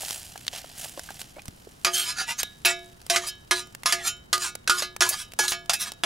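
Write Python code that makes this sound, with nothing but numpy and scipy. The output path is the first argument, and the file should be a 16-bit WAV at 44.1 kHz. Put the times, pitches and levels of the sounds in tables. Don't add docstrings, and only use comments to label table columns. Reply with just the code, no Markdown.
import sys
import numpy as np
from scipy import signal
from scipy.fft import rfft, irfft, next_fast_len
from scipy.io import wavfile
from scipy.ndimage import map_coordinates

SR = 44100
rng = np.random.default_rng(int(sys.argv[2]) if len(sys.argv) > 2 else 0)


def bounce(signal):
    frames = np.transpose(np.atleast_2d(signal))
    limited = np.clip(frames, -1, 1)
    pcm = np.round(limited * 32767).astype(np.int16)
    wavfile.write(sys.argv[1], SR, pcm)


N = 266907
TIME = np.arange(N) / SR
CUTOFF_HZ = 15700
OPPOSED = np.array([[1], [-1]])

# pitch in Hz, relative
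# level in dB, free t60 in seconds.
PAN_MODES = [(191, -20, .25), (362, -7, .7), (686, -4, .48), (1225, 1, .24), (1437, -3, .27),
             (1686, -2, .4), (2054, -8, .22), (2254, -6, .3), (2463, -4, .15), (2599, -4, .22),
             (2749, -6, .17), (2898, -11, .3), (3064, -3, .33), (3322, -7, .2), (3597, -12, .34),
             (3767, -8, .2), (3808, -8, .46), (4032, -6, .21), (4189, -7, .2), (4386, -10, .22),
             (4823, -9, .18), (4938, -9, .21), (5333, -9, .26), (5386, -5, .22), (5695, -9, .24),
             (5995, -4, .21), (6691, -8, .2), (6968, -6, .15), (7141, -7, .23), (13680, -22, .18)]


def from_db(db):
    return 10 ** (np.asarray(db) / 20)


def rms_one(x):
    return x / np.sqrt(np.mean(x ** 2) + 1e-20)


def at_hz(points, hz):
    freqs, values = np.transpose(points)
    return np.interp(np.log(np.maximum(hz, 1)), np.log(freqs), values)


def decay(t, t60):
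    return np.exp(-np.log(1000) * t / t60)


def add(out, s, sound):
    start = max(int(s * SR), 0)
    out[:, start:start + sound.shape[-1]] += sound[..., :max(N - start, 0)]


def tilted(hz, tilt_db):
    return from_db(tilt_db * np.log2(np.clip(hz, 500, 16000) / 3500))


def colour(x, spectrum, tilt_db=0):
    length = x.shape[-1]
    size = next_fast_len(length)
    hz = np.arange(size // 2 + 1) * SR / size
    gain = from_db(at_hz(spectrum, hz)) * tilted(hz, tilt_db)
    return rms_one(irfft(rfft(x, size) * gain, size)[..., :length])


def noise(size, width):
    mid, side = rng.standard_normal((2, size))
    return mid + width * side * OPPOSED


def flutter(size, rate):
    return np.interp(np.arange(size) * rate / SR, np.arange(size // 4), rng.standard_normal(size // 4))


def ports(x):
    # frequency in Hz, level of left over right in dB.
    balance = [(60, 0.0), (110, 3), (200, -0.055), (380, -1), (700, -1.1), (1290, -1.77), (2380, -2.5),
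               (4400, -2.0), (8120, -2), (15000, -0.2)]
    # frequency in Hz, phase by which left leads in radians.
    lead = [(0, 0), (520, -0.47), (1120, -0.99), (4310, -0.36), (16300, -0.25)]
    size = next_fast_len(N + SR // 8)
    hz = np.arange(size // 2 + 1) * SR / size
    half = from_db(at_hz(balance, hz) / 2) * np.exp(.5j * at_hz(lead, hz))
    return irfft(rfft(x, size) * np.array([half, 1 / half]), size)[:, :N]


def open_air(level_db=-54, opposed_db=-3.0):
    # frequency in Hz, relative level in dB per Hz.
    rumble = [(20, -2.5), (45, 2), (100, 1), (180, -1.5), (300, -8.5), (600, -16.5), (1500, -20.5),
              (4000, -43.5), (10000, -52), (16000, -33)]
    common = colour(rng.standard_normal(N), rumble)
    opposed = colour(rng.standard_normal(N), [(20, -7), (70, -16), (150, -6.5), (400, -4.5),
                                              (1500, -9.5), (5000, -22), (16000, -31.5)])
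    return from_db(level_db) * (common + from_db(opposed_db) * opposed * OPPOSED)


def faint_snaps(per_s=2, level_db=-39.5, spread_db=5.5, centre_hz=4570):
    chances = rng.random((int(per_s * N / SR), 3))
    rows = []
    for when, size, pitch in chances:
        snap_db = level_db + spread_db * (2 * size - 1)
        rows.append((when * N / SR, snap_db, centre_hz * 2 ** (pitch - .5), 0))
    return rows


def snaps(crack_db=-6.0, wood_db=-16.5, wood_octaves=0.58, t60_s=0.017):
    # start in seconds, relative level in dB, centre in Hz,
    # trim of the flat crack against the woody ring in dB.
    loud_snaps = [(.0488, -10, 4660, -28), (.108, -17, 5000, 1), (0.377, -23, 4400, -3.5),
                  (.467, -19.5, 2980, -5), (0.48, 4, 3420, -35), (0.994, -18.5, 4930, -1),
                  (1.105, -17.5, 1620, -11), (1.216, -14.5, 2870, -6.5), (1.456, -30.5, 3600, 2.5),
                  (1.481, -27, 2560, 2), (2.4314, -13.5, 3930, 4.5), (3.016, -27, 4370, -9.5),
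                  (3.065, -30, 4240, 4), (3.7495, -19.5, 1980, -4), (3.834, -18, 1970, -6),
                  (4.379, -10, 5000, -8.5), (4.553, -19, 2340, 1.5), (4.964, -14.5, 1710, -6),
                  (5.32, -24.5, 2530, -6), (5.3359, -26.5, 2520, -1), (5.919, -19.5, 3830, -1.5)]
    out, t = np.zeros((2, N)), np.arange(SR // 16) / SR
    for s, level_db, hz, flat_db in [*loud_snaps, *faint_snaps()]:
        crack = colour(noise(len(t), width=0.48),
                       [(150, -5), (700, 3.5), (2000, 0), (9000, 2), (16000, -8.5)])
        spread = 2 ** wood_octaves
        wood = colour(noise(len(t), width=0.16),
                      [(hz / 4, -35), (hz / spread, -10), (hz, 0), (hz * spread, -10), (hz * 4, -35)])
        split = from_db(crack_db + flat_db) * crack + from_db(wood_db) * wood
        add(out, s, from_db(level_db) * decay(t, t60_s) * split)
    return out


def sizzle(fizz_db=-4.0, hiss_db=-3.0, grain_db=5.0, clump_db=3.5, attack_s=0.0083, simmer_hiss_db=-2):
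    # time in seconds, level in dB ahead of the fizz and hiss trims.
    simmer = [(0, -42), (.4, -48), (.66, -47), (1.12, -44), (1.35, -55), (2.6, -56), (4.3, -63.5),
              (6.05, -62)]
    # start in seconds, length in seconds, wet fizz in dB
    # ahead of its trim, fine hiss against it in dB ahead of the trims, t60 of the dying sizzle in seconds.
    stirs = [(.002, 0.12, -36.5, 2.5, 0.6), (0.519, 0.06, -34, -5.5, 0.18), (0.772, 0.068, -38, 2, 0.43),
             (1.184, 0.025, -41.5, 1.5, 0.12)]
    # frequency in Hz, relative level in dB per Hz.
    fizz = [(400, -16.5), (700, 3), (1100, -9.5), (1700, -1.5), (2300, -3), (3000, 3.5), (3600, -0.5),
            (5500, 0.5), (7500, -8.5), (12000, -65)]
    # frequency in Hz, relative level in dB per Hz.
    hiss = [(3000, -25), (5500, -12), (7000, -4), (10500, -4.5), (13000, -10), (16000, -15)]
    wet = from_db(np.interp(TIME, *np.transpose(simmer)))
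    fine = wet * from_db(simmer_hiss_db)
    for s, length, level_db, fine_db, t60 in stirs:
        attack = np.clip((TIME - s) / attack_s, 0, 1)
        flare = from_db(level_db) * attack * decay(np.maximum(TIME - s - length, 0), t60)
        wet = np.hypot(wet, flare)
        fine = np.hypot(fine, flare * from_db(fine_db))
    clumps, out = clump_db * flutter(N, 250), 0
    for spectrum, level in (fizz, wet * from_db(fizz_db)), (hiss, fine * from_db(hiss_db)):
        bursts = noise(N, width=0.049) * from_db(clumps + grain_db * flutter(N, 4000))
        out = out + colour(bursts, spectrum) * level
    return out


def plops_and_knock(swell_s=0.00042, splash_db=-4.5, rise_hz_per_s=4700):
    # start in
    # seconds, level of the tone in dB ahead of its swell and decay, starting pitch in Hz, t60 in seconds.
    plop_rows = [(.033, -29.5, 750, 0.023), (.357, -30, 770, 0.024), (0.359, -33, 1610, 0.013),
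                 (.534, -33.5, 656, 0.022), (.643, -31.5, 657, 0.018), (.856, -32.5, 735, 0.018),
                 (0.976, -26.5, 544, 0.028), (1.089, -31, 1570, 0.034), (1.106, -31, 770, 0.026),
                 (1.358, -51.5, 2160, 0.19), (1.366, -35, 557, 0.055), (1.383, -35.5, 755, 0.045),
                 (1.393, -36, 2430, .036), (1.485, -23.5, 103, 0.027), (1.671, -34.5, 414, 0.024),
                 (4.8226, -26.5, 596, 0.023), (5.108, -35.5, 623, .06)]
    out, t = np.zeros((2, N)), np.arange(SR // 8) / SR
    for s, level_db, hz, t60 in plop_rows:
        tone = np.sin(2 * np.pi * np.cumsum(hz + rise_hz_per_s * t) / SR)
        splash = colour(noise(len(t), width=0.24), [(hz / 4, -14), (hz, 0), (hz * 2, -10), (hz * 8, -40)])
        envelope = decay(t, t60) * (1 - np.exp(-t / swell_s))
        add(out, s, from_db(level_db) * (tone + from_db(splash_db) * splash) * envelope)
    return out


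def resonant(x, peak_hz, peak_db, ripple_db, spacing_hz, peak_octaves=0.06):
    length = x.shape[-1]
    size = next_fast_len(length)
    hz = np.arange(1, size // 2 + 2) * SR / size
    comb = np.interp(hz / spacing_hz, np.arange(1000), rng.standard_normal(1000).clip(-2, 2))
    peak = np.exp(-.5 * (np.log2(hz / peak_hz) / peak_octaves) ** 2)
    gain = from_db(ripple_db * comb + peak_db * peak)
    return rms_one(irfft(rfft(x, size) * gain, size)[..., :length])


def drag_pressure(lengths, fade_over_swell=1.064):
    return np.exp(-.5 * (lengths / np.where(lengths < 0, 1, fade_over_swell)) ** 2)


def wall_ring(force, ring_db):
    ring = 0
    for k, (hz, mode_db, t60) in enumerate(PAN_MODES):
        r, w = decay(1 / SR, t60), 2 * np.pi * hz / SR
        mode = signal.lfilter([0, np.sin(w)], [1, -2 * r * np.cos(w), r * r], force)
        ring = ring + (-1) ** k * from_db(mode_db + ring_db) * mode
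    return ring


def scrapes(catch_db=1.5, catch_rate=320, grit_db=2.0, ring_db=-47.0, loaded_hz=2600, contact_db=10.5,
            ripple_db=9.5):
    # hardest pressure in seconds, half-length in seconds,
    # level at that moment in dB, treble tilt in dB per octave, contact resonance in Hz,
    # glide of the low resonances in octaves per second.
    drags = [(1.95, 0.0091, -23.5, 4, 6350, -0.5), (1.99, 0.034, -23, 1.5, 3210, -1.5),
             (2.089, 0.026, -28.5, -2, 4800, 1), (2.203, .021, -25.5, -2.5, 4800, -0.5),
             (2.304, 0.018, -28, -2.5, 2330, 1), (2.4, 0.01, -23.5, 0.5, 6380, -1),
             (2.695, 0.019, -25.5, -2, 7260, 1), (3.145, 0.02, -25.5, -2.5, 1200, 1.5),
             (3.241, 0.027, -36, -4.5, 1240, 0), (3.282, 0.012, -27.5, 4.5, 4940, 2),
             (3.582, 0.02, -28.5, .5, 4060, -2.5), (3.901, .02, -28, -2.5, 3300, 0.5),
             (4.008, 0.026, -38.5, -3.5, 1920, -4), (4.069, 0.018, -24.5, -0.5, 7100, 1),
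             (4.447, .026, -26.5, 0.5, 1600, -4), (4.754, 0.017, -35.5, -1.5, 1490, 1),
             (4.793, 0.018, -27.5, -0.5, 1820, -3), (5.067, 0.023, -29.5, -1.5, 1640, 2.5),
             (5.136, 0.013, -27.5, -2, 1700, 0), (5.198, 0.023, -33.5, 2, 1540, -1.5),
             (5.443, 0.02, -29, -1, 1290, 8), (5.506, 0.018, -27, 4, 6350, 1),
             (5.74, 0.012, -29.5, -4.5, 1400, -3.5), (5.821, 0.015, -26.5, 2.5, 2030, -4),
             (5.875, 0.016, -35, -2, 1640, -1)]
    # frequency in Hz, relative level in dB per Hz.
    rasp_spectrum = [(150, -31), (450, -27.5), (800, -6), (1400, -1.5), (2800, 0), (5000, 0.5), (7000, 0.5),
                     (8500, -2), (10500, -1.5), (12500, -10.5), (16000, -18)]
    rasp, shaking = np.zeros((2, N)), np.zeros((1, N))
    t = np.arange(SR // 3) / SR - 1 / 6
    split = signal.butter(4, loaded_hz, fs=SR, output="sos")
    for s, half_length, level_db, tilt_db, contact_hz, glide in drags:
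        pressure = from_db(level_db) * drag_pressure(t / half_length)
        wall = colour(noise(SR // 2, width=0.027), rasp_spectrum, tilt_db)
        wall = resonant(wall, contact_hz, contact_db, ripple_db, spacing_hz=70.53)
        low = signal.sosfiltfilt(split, wall)
        place = np.cumsum(2 ** (glide * t))
        sliding = np.array([map_coordinates(side, [place], order=3, mode="mirror") for side in low])
        friction = sliding + (wall - low)[:, :len(t)]
        slips = from_db(catch_db * flutter(len(t), catch_rate) + grit_db * flutter(len(t), 3000))
        add(rasp, s + t[0], pressure * rms_one(friction * slips))
        add(shaking, s + t[0], pressure * colour(slips * rng.standard_normal(len(t)), rasp_spectrum))
    return rasp + wall_ring(shaking[0] + 1e-18, ring_db)


def crowded_modes(size, spacing_hz, width):
    hz = spacing_hz * (np.arange(1, 1200) + rng.uniform(-.5, .5, 1199))
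    mid, side = rng.standard_normal((2, len(hz))) + 1j * rng.standard_normal((2, len(hz)))
    heard = hz < CUTOFF_HZ
    lines = np.zeros((2, size // 2 + 1), complex)
    lines[:, (hz[heard] * size / SR).astype(int)] = (mid + width * side * OPPOSED)[:, heard]
    return irfft(lines, size)


def strikes(spot_octaves=0.18, scatter_db=4.5, build_s=0.0054, crack_db=-4.0, crack_t60=0.018,
            ripple_db=4.0, spot_share=0.57, drum_hz=600, drum_level_db=-5.5,
            rim_hz=1850, rim_loss_db_per_octave=3, clank_t60_s=0.13, clank_doubles_every_db=21.0):
    # start in seconds,
    # clank level in dB, ring against the clank in dB, treble tilt in dB per octave,
    # pitch that the touched spot favours in Hz, its lift in dB,
    # share of the free ring time left by the spoon's touch from 0 to 1 (at least a tenth is kept).
    contacts = [(1.8472, -14, -11.5, -0.5, 2470, 16, 0.95), (1.866, -22, 4, -3.5, 1210, 5.5, 0.48),
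                (2.4306, -40, 3.5, 5, 3800, 35, 0.86), (2.6496, -16.5, 2.5, -1.5, 2470, 12, 0.99),
                (2.655, -19.5, -10, 21, 3090, 35, 1), (2.659, -27.5, 4, -3, 3800, 8, 1),
                (3.0992, -16, -4, 1, 700, 18, 0.62), (3.1605, -15.5, -5.5, -1.5, 2220, 14, 0.39),
                (3.5102, -15, 0, -2, 1690, 7, 0.44), (3.8584, -15.5, -2, 1, 1034, 24, .55),
                (3.9238, -15, -8, 0.5, 1760, 10.5, 0.96), (4.073, -23, -3.5, 4.5, 6860, 22, 0.9),
                (4.329, -14.5, -3.5, 0, 1110, 17.5, 0.81), (4.6755, -17.5, -16, -1.5, 1240, 0, 0.2),
                (4.6964, -13.5, -0.5, -0.5, 1340, 20, 0.8), (4.822, -24, -3.5, -0.5, 4460, 9, 0.95),
                (5.0068, -15.5, 3, -1.5, 1690, -2, 0.4), (5.021, -15, -2, -1.5, 1630, 14, 0.38),
                (5.0899, -16.5, -13.5, 12.5, 2380, 20, 0.5), (5.3892, -19.5, 3.5, 4.5, 1430, 6.5, 0.78),
                (5.392, -21, -20.5, -10.5, 870, 22, 1), (5.4804, -19.5, -13, 3, 4050, 14, 0.4),
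                (5.520, -23, -6, -1.5, 3600, 5.5, 0.98), (5.6954, -15.5, -5.5, -1.5, 830, 21, 0.02),
                (5.7340, -18.5, -10.5, 5.5, 2500, 12, 1), (6.0357, -17.5, -5.5, -4, 810, 11, 0.6)]
    # frequency in Hz, relative level in dB per Hz.
    clank_spectrum = [(100, -49), (190, -22.5), (280, -20.5), (520, -15), (850, -5.5), (1050, -5),
                      (1300, 0.5), (2400, -0.5), (5000, 2), (7200, 0), (8300, -4.5), (10000, -2.5),
                      (12500, -12.5), (16000, -26)]
    out, t = np.zeros((2, N)), np.arange(SR * 3 // 5) / SR
    short = t[:SR // 4]
    hz, mode_db, t60 = np.transpose(PAN_MODES)
    waves = np.exp(2j * np.pi * hz[:, None] * t) * (1 - np.exp(-t / build_s))
    drum = 1 / (1 + (hz / drum_hz) ** 4)
    for s, clank_db, ring_db, tilt_db, spot_hz, lift_db, free in contacts:
        rim_octaves = max(np.log2(spot_hz / rim_hz), 0)
        drum_db = drum_level_db - ring_db - rim_loss_db_per_octave * rim_octaves
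        favoured = np.exp(-.5 * (np.log2(hz / spot_hz) / spot_octaves) ** 2)
        scatter = scatter_db * rng.standard_normal(len(hz))
        share = from_db(mode_db + lift_db * favoured + drum_db * drum + scatter) * tilted(hz, tilt_db)
        share = share / np.linalg.norm(share) * np.exp(2j * np.pi * rng.random(len(hz)))
        damping = decay(t, t60[:, None] * np.clip(free, .1, 1))
        ring = (share @ (waves * damping)).real
        add(out, s, np.sqrt(2) * from_db(clank_db + ring_db) * ring)
        crowd = crowded_modes(len(short), spacing_hz=54.4, width=0.068)
        crowd = colour(crowd, clank_spectrum, tilt_db)
        crowd = resonant(crowd, spot_hz, spot_share * lift_db, ripple_db, spacing_hz=154.9)
        clank = crowd * decay(short, clank_t60_s * 2 ** (ring_db / clank_doubles_every_db))
        crack = colour(noise(len(short), width=0.061), clank_spectrum, tilt_db) * decay(short, crack_t60)
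        add(out, s, from_db(clank_db) * (clank + from_db(crack_db) * crack))
    return out


def scene():
    close = snaps() + sizzle() + plops_and_knock() + scrapes() + strikes()
    return open_air() + ports(close)


def record(dry, top=1.0):
    rounded = top * np.tanh(dry / top)
    return signal.sosfilt(signal.ellip(10, .1, 80, CUTOFF_HZ, fs=SR, output="sos"), rounded)


dry = scene()
out = record(dry)
bounce(out)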